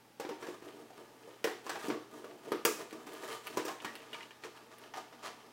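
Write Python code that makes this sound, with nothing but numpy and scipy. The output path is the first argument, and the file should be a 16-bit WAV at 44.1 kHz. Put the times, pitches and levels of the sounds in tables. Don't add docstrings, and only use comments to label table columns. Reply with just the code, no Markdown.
import sys
import numpy as np
from scipy import signal
from scipy.io import wavfile
from scipy.ndimage import uniform_filter1d

SR = 44100
rng = np.random.default_rng(int(sys.argv[2]) if len(sys.argv) > 2 else 0)


def bounce(signal):
    frames = np.transpose(np.atleast_2d(signal))
    limited = np.clip(frames, -1, 1)
    pcm = np.round(limited * 32767).astype(np.int16)
    wavfile.write(sys.argv[1], SR, pcm)


N = 243431


def amp(db):
    return 10 ** (np.asarray(db) / 20)


def unit(x):
    return x / np.sqrt(np.mean(x ** 2) + 1e-20)


def attack_unit(x, size=350):
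    return x / np.sqrt(np.mean(x[:size] ** 2) + 1e-20)


def unit_energy(x):
    return x / np.linalg.norm(x)


def read(points, hz):
    f, value = np.transpose(points)
    return np.interp(np.log(hz + 1), np.log(f + 1), value)


def near(hz, centre_hz, octaves):
    return 1 / (1 + (np.log2(hz / centre_hz) / octaves) ** 2)


def add(mix, s, sound):
    part = mix[max(round(s * SR), 0):][:len(sound)]
    part += sound[:len(part)]


def through(x, response):
    return signal.oaconvolve(x, response)[:len(x)]


def pulse_of(spectrum, focus_hz=1000, focus_db=0, size=2048):
    hz = abs(np.fft.fftfreq(size, 1 / SR))
    gain_db = read(spectrum, hz) + focus_db * near(hz + 1, focus_hz, octaves=0.062)
    log_gain = np.log(amp(gain_db))
    pulse = np.fft.ifft(np.exp(np.conj(signal.hilbert(log_gain)))).real
    return unit_energy(pulse)


def ringing(modes, t):
    hz, db, t60 = np.transpose(modes)[:, :, None]
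    return amp(db - 60 * t / t60) * np.sin(2 * np.pi * hz * t)


# frequency in Hz, relative density in dB.
HISS_SPECTRUM = [(18, -44), (30, -14), (98, -17), (204, -4), (239, 0), (702, -9.5), (866, 0.5),
                 (962, -10.5), (2750, -15.5), (3870, -18), (5040, -18), (7270, -23), (10200, -24),
                 (16000, -25.5)]
# frequency in Hz, rms level in dB.
HUM_LINES = [(120, -76), (242, -80.5), (759, -96), (894, -80)]


def background(hiss_db=-62.5, waver_rad=0.029):
    t = np.arange(N) / SR
    hiss = through(rng.standard_normal(N), pulse_of(HISS_SPECTRUM, size=8192))
    out = amp(hiss_db) * unit(hiss)
    knots = np.linspace(0, t[-1], num=40)
    for hz, db in HUM_LINES:
        drift = waver_rad * np.interp(t, knots, rng.standard_normal(len(knots)))
        out += amp(db) * np.sqrt(2) * np.sin(2 * np.pi * hz * t + drift)
    return out


# frequency in Hz, t60 in seconds.
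ROOM_DECAY = [(150, 0.51), (400, 0.37), (1200, 0.4), (3000, 0.45), (7000, 0.44), (12000, 0.34)]


def echoes(first_s=0.0037):
    t = np.arange(SR // 3) / SR
    reflections = rng.standard_normal(len(t)) * (t > first_s)
    hz, when, bands = signal.stft(reflections, SR, nperseg=256)
    decay = amp(-60 * when / read(ROOM_DECAY, hz)[:, None])
    tail = signal.istft(bands * decay, SR, nperseg=256)[1][:len(t)]
    return unit_energy(tail)


# delay in seconds, level in dB re the direct sound.
FIRST_REFLECTIONS = [(.0021, -4), (.0049, -4), (.0088, -6)]


def crack(t, t60, contact_s, room_db, tick=0.81):
    first = unit_energy(rng.standard_normal(len(t)) * amp(-60 * t / t60))
    first[0] += tick
    first *= 1 - np.exp(-(t + 1 / SR) / contact_s)
    first = unit_energy(first)
    out = first + amp(room_db) * echoes()
    for delay_s, db in FIRST_REFLECTIONS:
        add(out, delay_s, amp(db) * first)
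    return out


# nominal start in
# seconds, relative level in dB, thud of the box in relative dB, hardness (snap) in relative dB,
# Hz at which the box is driven most, Hz at which the tray is driven most.
KNOCKS_AND_TAPS = [(0.1975, -31.5, -3, -9, 516, 800), (0.2485, -39, 1, -21, 352, 990),
                   (0.29, -35, -0.5, -12, 470, 780), (0.309, -41.5, 6, -22, 386.4, 724),
                   (0.424, -37, -12, -13, 350, 1700), (0.467, -37, -5.5, -11.5, 540, 1110),
                   (0.4848, -43.5, 6.5, -6, 361, 1020), (0.6224, -47.5, 1, -13, 360, 790),
                   (0.9034, -53.5, 5.5, -6, 724, 735), (1.2751, -57.5, 13.5, -26, 527, 920),
                   (1.4434, -28, 1.5, -4.5, 473, 1920), (1.4726, -30.5, -4.5, -17, 437, 758),
                   (1.6643, -35.5, -13, -10, 312, 1110), (1.6935, -27, -23, -8.5, 476, 1575),
                   (1.7552, -35.5, -4, -21, 793, 824), (1.8826, -38.5, 8.5, -2, 303, 775),
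                   (1.9, -28.5, -6.5, -24.5, 336, 1125), (2.2425, -43, 2.5, -9.5, 590, 1170),
                   (2.5183, -28.5, 3, -19, 418, 1224), (2.6504, -21.5, -2.5, 2, 429, 1220),
                   (2.9266, -41, 0.5, -6, 314, 1160), (3.0671, -42.5, -4.5, -5, 337, 760),
                   (3.235, -41, -0.5, -5.5, 473, 900), (3.5709, -26, -1, -7, 397.5, 974),
                   (3.6512, -40.5, 5.5, 4, 422, 1690), (3.6806, -30.5, -7, -8, 781, 1070),
                   (3.8466, -30, -12, -10.5, 272, 1894), (4.4379, -43.5, -4.5, -14, 414, 1160),
                   (4.9372, -36, -14, -14, 820, 843), (4.9697, -38, -3, -8.5, 750, 730),
                   (5.1255, -44, -3.5, -15, 770, 776)]
HEAVY_DB = -35
LANDING_S, LANDING_DB, LANDING_THUD_DB, LANDING_SNAP_DB = .009, -13.5, 9.5, -9


def contacts():
    rows = list(KNOCKS_AND_TAPS)
    for s, db, thud_rel, snap_rel, box_hz, tray_hz in KNOCKS_AND_TAPS:
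        if db > HEAVY_DB:
            levels = db + LANDING_DB, thud_rel + LANDING_THUD_DB, snap_rel + LANDING_SNAP_DB
            rows.append((s + LANDING_S, *levels, box_hz, tray_hz))
    return rows


# frequency in Hz, relative level in dB, undamped t60 in seconds.
BOX_MODES = [(126, -10.5, 0.11), (218, -31, 0.3), (233.2, -12.5, 0.29), (311.4, -2, 0.18),
             (353.7, -6, 0.23), (399.4, 4, 0.056), (457.2, 0.5, 0.085), (483.2, -5, 0.16),
             (550.6, -4.5, 0.076), (619.7, -9.5, 0.097), (682, -5, 0.071), (751, -9, 0.085)]
# frequency in Hz, relative level in dB, undamped t60 in seconds.
TRAY_MODES = [(787, 7, 0.05), (922, 3.5, 0.25), (953, 0, 0.05), (1139, 7, 0.087), (1299, 7, 0.032),
              (1399, 5, 0.041), (1650, -2, 0.23), (1677, 7, 0.066), (1912, -13.5, 0.19), (2370, -8.5, 0.15),
              (2680, -11, 0.14), (3015, 6, 0.04)]
# frequency in Hz, relative level in dB, t60 in seconds.
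RIM_MODES = [(2683, 14, 0.059), (4810, 10, 0.1), (5700, -10, 0.047), (5820, 13, 0.058), (7570, -17, 0.038)]
# frequency in Hz, relative density in dB.
CLACK_SPECTRUM = [(60, -30), (300, -7), (700, 4.5), (1200, 4), (1900, 1.5), (3000, -4), (4000, -6.5),
                  (6000, -10), (8000, -45)]
SNAP_SPECTRUM = [(100, -50), (1500, -24), (3000, -12.5), (4000, -7), (5500, 1.5), (7500, 0.5),
                 (10500, -6.5)]
FIZZ_SPECTRUM = [(300, -60), (5000, -25), (8000, -6), (10000, 0), (13000, -1), (16000, -5)]


def knocks_and_taps(thud_db=-4, push_db=-12, ring_db=-13, clack_db=13, snap_db=13, fizz_db=-7,
                    fizz_per_snap=1.8, rim_db=-16, modes_room_db=-7, spot_db=2, swell_s=0.0014,
                    push_t60=0.22, lag_s=.0007, contact_at_0_db_s=0.00022, softening=1.3):
    t, out = np.arange(SR // 3) / SR, np.zeros(N)
    box, tray = ringing(BOX_MODES, t), ringing(TRAY_MODES, t)
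    rim = attack_unit(ringing(RIM_MODES, t).sum(0))
    box_hz, tray_hz = np.transpose(BOX_MODES)[0], np.transpose(TRAY_MODES)[0]
    snap_pulse, fizz_pulse = pulse_of(SNAP_SPECTRUM), pulse_of(FIZZ_SPECTRUM)
    for s, db, thud_rel, snap_rel, box_focus_hz, tray_focus_hz in contacts():
        fizz_rel = fizz_per_snap * snap_rel
        contact_s = contact_at_0_db_s * amp(-softening * snap_rel)
        box_share = near(box_hz, box_focus_hz, octaves=0.36)
        tray_share = near(tray_hz, tray_focus_hz, octaves=0.79)
        tray_share *= rng.choice([-1, 1], len(tray_hz))
        tray_share *= amp(spot_db * rng.standard_normal(len(tray_hz)))
        push = ringing([(box_focus_hz, 0, push_t60)], t)[0]
        thud = amp(thud_db) * attack_unit(box_share @ box, size=900) + amp(push_db) * attack_unit(push)
        body = amp(thud_rel) * thud + amp(ring_db) * attack_unit(tray_share @ tray)
        body *= 1 - np.exp(-t / swell_s)
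        sound = body + amp(modes_room_db) * through(body, echoes())
        sound += amp(rim_db + snap_rel) * rim
        clack_pulse = pulse_of(CLACK_SPECTRUM, tray_focus_hz, focus_db=12.0)
        clack = crack(t, t60=0.005, contact_s=contact_s, room_db=4)
        snap = crack(t, t60=0.019, contact_s=contact_s, room_db=2)
        fizz = crack(t, t60=0.0024, contact_s=contact_s, room_db=-13.0)
        sound += amp(clack_db) * through(clack, clack_pulse)
        sound += amp(snap_db + snap_rel) * through(snap, snap_pulse)
        sound += amp(fizz_db + fizz_rel) * through(fizz, fizz_pulse)
        add(out, s + lag_s, amp(db) * sound)
    return out


def slips(per_s, spread_db):
    size = amp(spread_db * np.minimum(rng.exponential(1, N), 4))
    grip = amp(1.8 * unit(uniform_filter1d(rng.standard_normal(N), size=600)))
    released = rng.random(N) < per_s / SR
    return unit(grip * size * rng.choice([-1, 1], N) * released)


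RUB_ATTACK_S, RUB_RELEASE_T60 = 0.029, 0.08


def pressure(t, length):
    grip = np.minimum(t / RUB_ATTACK_S, 1) ** 2
    since_release = np.maximum(t - length - RUB_ATTACK_S / 2, 0)
    return grip * amp(-60 * since_release / RUB_RELEASE_T60)


def damped_body(modes, t, hand_t60):
    signs = (-1) ** np.arange(len(modes))
    return (signs @ ringing(modes, t)) * amp(-60 * t / hand_t60)


# start in seconds
# (middle of the grip), length in seconds, scrape in relative dB, rumble of the box in relative dB.
RUB_STROKES = [(0.399, 0.042, -53, -50), (0.477, 0.065, -60, -47.5), (0.618, 0.071, -61, -51),
               (0.714, 0.11, -69, -57), (0.964, 0.046, -62.5, -54.5), (1.19, 0.14, -78, -60.5),
               (1.636, 0.21, -53, -52), (1.826, 0.051, -48, -49), (1.882, 0.057, -67, -39),
               (2.115, 0.075, -58, -51.5), (2.216, 0.12, -73, -52.5), (2.434, 0.13, -59, -48.5),
               (2.77, 0.041, -46, -42), (2.894, 0.14, -63, -53.5), (3.059, 0.19, -53.5, -53),
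               (3.212, 0.087, -52.5, -58.5), (3.275, 0.081, -45, -51), (3.436, 0.17, -52, -52.5),
               (3.649, 0.016, -41.5, -43.5), (3.692, 0.02, -50, -45), (3.805, 0.054, -55, -46),
               (3.926, 0.23, -60.5, -63), (4.116, 0.14, -55.5, -67), (4.429, 0.028, -47.5, -50.5),
               (4.545, 0.025, -58.5, -85), (4.708, 0.02, -54.5, -69), (4.799, 0.058, -58.5, -60.5),
               (4.947, 0.041, -51.5, -53), (5.227, 0.05, -43.5, -55), (5.393, 0.14, -72, -99)]
# frequency in Hz, relative density in dB.
SCRAPE_SPECTRUM = [(60, -40), (200, -23), (600, 4), (1000, 7.5), (1800, -2), (3000, -7), (4200, -7),
                   (5800, -9), (9000, -14.5), (15500, -25)]
# frequency in Hz, relative density in dB.
CLICK_SPECTRUM = [(100, -41), (600, 2.5), (1500, 8.5), (3000, 9.5), (5500, -4.5), (8000, -10), (16000, -40)]
HOLD_FROM_S, HOLD_SCRAPE_DB, HOLD_RUMBLE_DB, HOLD_WANDER_DB = .2, -63.5, -64, 0.5
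EDGE_UNTIL_S = 4.0


def rubbing(scrape_db=-3.5, ring_db=-9, rumble_db=-3, edge_db=-17, crinkle_db=-11,
            tray_hand_t60=0.24, box_hand_t60=0.66):
    t = np.arange(N) / SR
    wander = unit(uniform_filter1d(rng.standard_normal(N), size=4000))
    holding = (t > HOLD_FROM_S) * amp(HOLD_WANDER_DB * wander)
    scrape, rumble = amp(HOLD_SCRAPE_DB) * holding, amp(HOLD_RUMBLE_DB) * holding
    for s, length, high_db, low_db in RUB_STROKES:
        press = pressure(t[:SR // 2], length)
        add(scrape, s - RUB_ATTACK_S / 2, amp(high_db) * press)
        add(rumble, s - RUB_ATTACK_S / 2, amp(low_db) * press)
    fine = scrape * slips(per_s=3000, spread_db=3.5)
    coarse = rumble * slips(per_s=500, spread_db=4)
    crinkle = scrape * slips(per_s=120, spread_db=3)
    edge = fine * (t < EDGE_UNTIL_S)
    box = damped_body(BOX_MODES, t[:SR // 3], box_hand_t60)
    tray = damped_body(TRAY_MODES, t[:SR // 3], tray_hand_t60)
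    paths = [(fine, pulse_of(SCRAPE_SPECTRUM), scrape_db),
             (fine, tray, ring_db),
             (coarse, box, rumble_db),
             (edge, pulse_of(SNAP_SPECTRUM), edge_db),
             (crinkle, pulse_of(CLICK_SPECTRUM), crinkle_db)]
    return sum(amp(db) * through(drive, unit_energy(body)) for drive, body, db in paths)


# nominal start in seconds, relative level in dB,
# top fizz in relative dB, Hz at which the patch rings.
BUCKLING_CLICKS = [(1.4422, -18, -11, 1870), (1.6932, -32.5, -15, 1680), (2.3106, -46, -20, 1670),
                   (2.519, -34, 0, 1720), (2.6507, -14.5, -0.5, 2500), (2.909, -36, -14, 1500),
                   (3.133, -39.5, -2, 1640), (3.47, -29, -5, 4400), (3.4762, -33.5, -13, 2680),
                   (3.5719, -35, -20, 1670), (3.802, -35, -27, 2560), (3.8464, -28.5, -17, 1690),
                   (3.9537, -29.5, -10.5, 2730), (4.131, -29.5, -20, 2930), (4.1442, -31, -30, 2330),
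                   (4.2072, -37, -28, 2060), (4.229, -37, -30, 2960), (4.3078, -35.5, -34, 1780),
                   (4.4371, -31.5, -18, 1660), (4.575, -43, -15, 2730), (4.7837, -44, -1.5, 1650)]


def clicks(click_db=8.0, fizz_db=8, lag_s=0.00028):
    t, out = np.arange(SR // 3) / SR, np.zeros(N)
    for s, db, fizz_rel, patch_hz in BUCKLING_CLICKS:
        flip = crack(t, t60=.008, contact_s=1 / SR, room_db=-3, tick=1.3)
        colour = amp(click_db) * pulse_of(CLICK_SPECTRUM, patch_hz, focus_db=11)
        colour += amp(fizz_db + fizz_rel) * pulse_of(FIZZ_SPECTRUM)
        add(out, s + lag_s, amp(db) * through(flip, colour))
    return out


def scene(rub_room_db=-3, lowest_hz=125):
    rub = rubbing()
    handling = knocks_and_taps() + clicks() + rub + amp(rub_room_db) * through(rub, echoes())
    low_cut = signal.butter(2, lowest_hz, "highpass", fs=SR, output="sos")
    handling = signal.sosfilt(low_cut, handling)
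    return (handling + background())[None]


def record(dry, edge_hz=16000):
    low_pass = signal.firwin(401, edge_hz, window=("kaiser", 8), fs=SR)
    return signal.oaconvolve(dry, low_pass[None], "same")


dry = scene()
out = record(dry)
bounce(out)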